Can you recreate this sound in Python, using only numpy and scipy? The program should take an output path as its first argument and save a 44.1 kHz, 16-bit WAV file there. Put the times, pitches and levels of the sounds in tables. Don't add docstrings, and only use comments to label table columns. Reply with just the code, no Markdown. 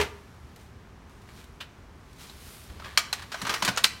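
import sys
import numpy as np
from scipy import signal
from scipy.fft import rfft, irfft
from scipy.io import wavfile

SR = 44100
rng = np.random.default_rng(int(sys.argv[2]) if len(sys.argv) > 2 else 0)


def unload_audio(sound):
    columns = np.transpose(np.atleast_2d(sound))
    steps = np.round(np.clip(columns, -1, 1) * 32767)
    wavfile.write(sys.argv[1], SR, steps.astype(np.int16))


N = 176400
TIME = np.arange(N) / SR
HIT_TIME = TIME[:SR // 2]

# (time [s], level [dB], body boost [dB], edge boost [dB], chatter [s],
# crack pitch [Hz], relative crack level [dB])
CONTACTS = [(0.0112, -25, -6, 4, 0.003, 2970, 11), (2.297, -42, 0, 2, 0.003, 4070, 13.5),
            (2.797, -41, 13, -10, 0.0047, 1390, 10), (2.821, -47, 7, -15, .005, 1360, 20.5),
            (2.8445, -29.5, -6, -18, 0.0027, 1660, 5), (2.9743, -6, -2, -0.5, 0.0021, 4370, 8.5),
            (3.1277, -19.5, 3.5, 4, 0.0025, 4036, 11.5), (3.221, -42.5, 13, 8, 0.0051, 1670, 15.5),
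            (3.318, -30, 3, -2.5, 0.013, 1540, -11), (3.342, -31.5, 14.5, -4, 0.0052, 1520, 9),
            (3.416, -29.5, 9.5, 7, 0.0033, 1190, -1), (3.45, -27.5, 8, -11, 0.0062, 1220, 5),
            (3.467, -29, 9, 3.5, 0.0081, 1580, 12.5), (3.494, -19.5, 3.5, -3.5, 0.0068, 1640, 7.5),
            (3.539, -20, 1.5, 1, 0.0046, 1270, 6), (3.561, -29.5, 7, -9, 0.0035, 1640, 10),
            (3.623, -18, 5.5, 0, 0.0049, 1052, 8.5), (3.649, -15.5, -4.5, 4.5, 0.0016, 1250, 2),
            (3.677, -17.5, 6, -2, 0.012, 1786, -4), (3.762, -33.5, 5, 2, 0.0012, 6750, 16),
            (3.7735, -17, 3, 0.5, 0.0065, 1400, 3), (3.838, -26, 4, 16, 0.0023, 1090, 9),
            (3.8414, -7.5, -0.5, 1.5, 0.003, 3700, 11.5)]
# (frequency [Hz], level [dB])
CLOTH_SPECTRUM = [(400, -2), (2500, 0), (4200, 0.5), (6500, -3.5), (12000, -8), (14500, -11), (16000, -15)]
# (frequency [Hz], level [dB])
SCRAPE_SPECTRUM = [(180, -17), (300, -4), (801, -7), (1150, 3), (1360, -6), (1680, 0), (2100, -4),
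                   (4590, -9.5), (5000, -15.5), (16000, -29.5)]


def from_db(db):
    return 10 ** (np.asarray(db) / 20)


def rms_one(x):
    return x / np.sqrt(np.mean(x ** 2) + 1e-20)


def at_hz(points, hz):
    f, value = np.transpose(points)
    return np.interp(np.log(np.maximum(hz, 1)), np.log(f), value)


def level_curve(rows):
    return from_db(np.interp(TIME, *np.transpose(rows)))


def swell(s, db, half_s):
    return from_db(db) * np.exp(-((TIME - s) / half_s) ** 2)


def colour(x, spectrum):
    hz = np.arange(len(x) // 2 + 1) * SR / len(x)
    return rms_one(irfft(rfft(x) * from_db(at_hz(spectrum, hz)), len(x)))


def bell(x, hz, db, width=0.92):
    a, w = from_db(db / 2), 2 * np.pi * hz / SR
    k = np.sin(w) * width
    return signal.lfilter([1 + k * a, -2 * np.cos(w), 1 - k * a], [1 + k / a, -2 * np.cos(w), 1 - k / a], x)


def add(out, s, sound):
    i = max(int(s * SR), 0)
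    out[i:i + len(sound)] += sound[:N - i]


def blow(chatter_s, t60, attack_s=0.00025):
    rise = 1 - np.exp(-HIT_TIME / attack_s)
    return rise * from_db(-60 * np.maximum(HIT_TIME - chatter_s, 0) / t60)


def dense_ring(spectrum, chatter_s, t60):
    return colour(rng.standard_normal(len(HIT_TIME)), spectrum) * blow(chatter_s, t60)


def modal_ring(modes, chatter_s, spread_db):
    ring = 0
    for hz, db, t60 in modes:
        strength = from_db(db + spread_db * rng.standard_normal())
        ring += strength * np.sin(2 * np.pi * (hz * HIT_TIME + rng.random())) * blow(chatter_s, t60)
    return ring


def friction(spectrum, per_s, spread_db):
    slips = (rng.random(N) < per_s / SR) * rng.choice([-1, 1], N)
    sizes = from_db(spread_db * np.minimum(rng.exponential(1, N), 4))
    return colour(slips * sizes, spectrum)


def ventilation(rumble_hz=73, width_hz=11.6):
    # (frequency [Hz], level [dB])
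    air_spectrum = [(22, -19), (32, -14), (45, -1.5), (70, -4.5), (105, -5), (150, -9), (200, -8.5),
                    (265, -12.5), (310, -17), (390, -13.5), (500, -20.5), (1100, -19.5), (1800, -24.5),
                    (4800, -37.5), (5600, -36), (10300, -47.5), (16000, -52)]
    # (time [s], level [dB])
    rumble_levels = [(0, -52), (.7, -56), (2.3, -56.5), (2.6, -58.5), (2.72, -44), (2.95, -53), (4, -57)]
    resonance = signal.iirpeak(rumble_hz, rumble_hz / width_hz, fs=SR)
    rumble = signal.lfilter(*resonance, rng.standard_normal(N + SR))[SR:]
    air = from_db(-50.5) * colour(rng.standard_normal(N), air_spectrum)
    return air + level_curve(rumble_levels) * rms_one(rumble)


def scanner_lid():
    # (time [s], level [dB])
    hits = [(0.0, -23), (.011, -25)]
    # (frequency [Hz], level [dB])
    spectrum = [(30, -16), (72, -6), (130, -10), (220, -2.5), (300, -4.5), (400, 2.5), (650, -2.5),
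                (1100, -2.5), (1900, -5), (3100, -6.5), (4500, -14), (8000, -21.5), (13500, -29.5),
                (16000, -39)]
    # (frequency [Hz], level [dB], t60 [s])
    modes = [(74.5, -0.5, 0.46), (121, -4, 0.21), (408, 7.5, .14), (866, -5, 0.15), (1151, -3, .1)]
    out = np.zeros(N)
    for s, db in hits:
        add(out, s, from_db(db) * dense_ring(spectrum, chatter_s=0.0013, t60=0.16))
    s, db = hits[0]
    add(out, s, from_db(db - 10.5) * modal_ring(modes, chatter_s=0.01, spread_db=3.5))
    return out


def rustle():
    # (time [s], level [dB])
    levels = [(0, -58), (.25, -65.5), (.55, -68), (.61, -58.5), (.74, -74), (1.05, -77), (1.11, -66.5),
              (1.25, -66), (1.38, -54.5), (1.5, -68), (1.9, -73), (2.15, -63.5), (2.215, -47.5),
              (2.35, -56), (2.48, -51), (2.63, -53.5), (2.77, -60), (4, -56.5)]
    return level_curve(levels) * friction(CLOTH_SPECTRUM, per_s=12000, spread_db=4)


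def clacks(mode_shift=0.017):
    # (frequency [Hz], level [dB], t60 [s])
    tray_modes = [(680, -9.5, 0.13), (980, -10.5, 0.095), (1207, -9, 0.15), (1490, -4, 0.13),
                  (1686, -18, 0.08), (1930, -6, 0.1), (2370, -26, 0.089), (2960, -1, 0.06),
                  (4070, 2, 0.037), (4570, -19, 0.036)]
    # (frequency [Hz], level [dB])
    spectrum = [(100, -32), (300, -18.5), (600, -9), (1100, -3.5), (1700, -1), (2300, -2.5), (4400, -3.5),
                (5200, -4.5), (8000, -11), (11500, -17.5), (16000, -25.5)]
    out = np.zeros(N)
    for s, db, body_db, edge_db, chatter_s, _, _ in CONTACTS:
        modes = [(hz * (1 + mode_shift * rng.standard_normal()), mode_db, t60)
                 for hz, mode_db, t60 in tray_modes]
        clatter = from_db(-6.5) * dense_ring(spectrum, chatter_s, t60=0.06)
        ring = from_db(-17) * modal_ring(modes, chatter_s / 2, spread_db=1)
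        with_body = bell(clatter + ring, hz=800, db=body_db)
        add(out, s, from_db(db) * bell(with_body, hz=11400, db=edge_db))
    return out


def cracks(width=0.15):
    out = np.zeros(N)
    for s, db, _, _, chatter_s, hz, crack_db in CONTACTS:
        jostle = np.cumsum(rng.standard_normal(len(HIT_TIME))) * np.sqrt(np.pi * width * hz / SR)
        buzz = np.sin(2 * np.pi * hz * HIT_TIME + jostle) * blow(chatter_s, t60=0.015)
        crack = signal.lfilter(*signal.iirpeak(hz, Q=2, fs=SR), buzz)
        add(out, s, from_db(db + crack_db - 12) * crack)
    return out


def ticks():
    # (time [s], level [dB])
    hits = [(.561, -47.5), (1.095, -55), (1.219, -57), (1.441, -49.5), (2.129, -53.5)]
    out = np.zeros(N)
    for s, db in hits:
        add(out, s, from_db(db) * dense_ring(CLOTH_SPECTRUM, chatter_s=0.00036, t60=0.04))
    return out


def scuffs():
    # (time [s], level [dB], half length [s])
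    strokes = [(1.296, -52.5, 0.021), (1.403, -52, 0.027), (2.702, -51, 0.0099)]
    return sum(swell(*row) for row in strokes) * friction(SCRAPE_SPECTRUM, per_s=1400, spread_db=2)


def tray_pickup(at_s=1.6025, rise_s=0.0088):
    # (frequency [Hz], level [dB])
    spectrum = [(100, -17), (500, -7.5), (1600, -0.5), (2200, -3), (3100, 4), (5000, -9), (10000, -22.5),
                (16000, -25)]
    out = np.zeros(N)
    onset = np.minimum(HIT_TIME / rise_s, 1)
    add(out, at_s, from_db(-29.5) * onset * dense_ring(spectrum, chatter_s=0, t60=0.097))
    return out


def paper_swish():
    # (frequency [Hz], level [dB])
    spectrum = [(5000, -20), (9000, 0), (13000, -2), (16000, -9)]
    return swell(s=2.52, db=-55, half_s=0.15) * colour(rng.standard_normal(N), spectrum)


def tray_scrape():
    # (time [s], level [dB])
    levels = [(2.62, -90), (2.73, -58), (2.83, -52.5), (2.86, -42.5), (2.97, -53), (3.08, -69),
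              (3.2, -42.5), (3.29, -58.5), (3.38, -44), (3.44, -43.5), (3.51, -30.5), (3.6, -46.5),
              (3.665, -29), (3.73, -45), (3.81, -45), (3.93, -67), (4, -77)]
    return level_curve(levels) * friction(SCRAPE_SPECTRUM, per_s=1100, spread_db=0.5)


def rail_glide():
    # (time [s], level [dB])
    levels = [(3.28, -91), (3.35, -55.5), (3.52, -47), (3.68, -51), (3.74, -64), (3.9, -80)]
    # (frequency [Hz], level [dB])
    spectrum = [(2000, -15), (4900, -15), (5700, 5), (6700, -10), (11500, -13), (16000, -16)]
    return level_curve(levels) * friction(spectrum, per_s=12000, spread_db=6.5)


def casing_thumps():
    # (time [s], level [dB])
    drops = [(3.424, -31.5), (3.49, -40), (3.627, -35.5), (3.679, -28), (3.843, -46)]
    # (frequency [Hz], level [dB], t60 [s])
    modes = [(122, -1.5, 0.18), (169, -7, 0.11), (202, 3, 0.14), (271, -2, 0.13)]
    out = np.zeros(N)
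    for s, db in drops:
        add(out, s, from_db(db) * modal_ring(modes, chatter_s=0.0051, spread_db=3) / 2)
    return out


def near_echoes(x, t60=0.11, build_s=0.012):
    envelope = from_db(-60 * HIT_TIME / t60) * np.minimum(HIT_TIME / build_s, 1) ** 2
    response = rng.standard_normal(len(HIT_TIME)) * envelope
    return signal.fftconvolve(x, response / np.sqrt(np.sum(response ** 2)))[:N]


def room(x, build_s=0.0027):
    # (frequency [Hz], t60 [s])
    decay_times = [(100, 0.61), (1000, 0.54), (4000, 0.44), (14000, 0.27)]
    t, response = TIME[:SR], 0
    edges_hz = np.geomspace(50, 17000, 10)
    for low, high in zip(edges_hz, edges_hz[1:]):
        bandpass = signal.butter(2, [low, high], "band", fs=SR, output="sos")
        band = signal.sosfilt(bandpass, rng.standard_normal(SR))
        response += band * from_db(-60 * t / at_hz(decay_times, np.sqrt(low * high)))
    response *= 1 - np.exp(-t / build_s)
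    return signal.fftconvolve(x, response / np.sqrt(np.sum(response ** 2)))[:N]


def scene():
    blows = scanner_lid() + clacks() + ticks() + tray_pickup() + casing_thumps()
    rubbing = rustle() + scuffs() + paper_swish() + tray_scrape() + rail_glide()
    snaps = cracks()
    direct = blows + rubbing + snaps
    into_room = blows + rubbing + from_db(-14) * snaps
    reflections = from_db(-13) * near_echoes(into_room) + from_db(-15) * room(into_room)
    return (direct + reflections + ventilation())[None]


def record(dry):
    cutoff_hz = 15900
    lowpass = signal.ellip(10, .1, 70, cutoff_hz, fs=SR, output="sos")
    return signal.sosfilt(lowpass, np.tanh(dry))


dry = scene()
out = record(dry)
unload_audio(out)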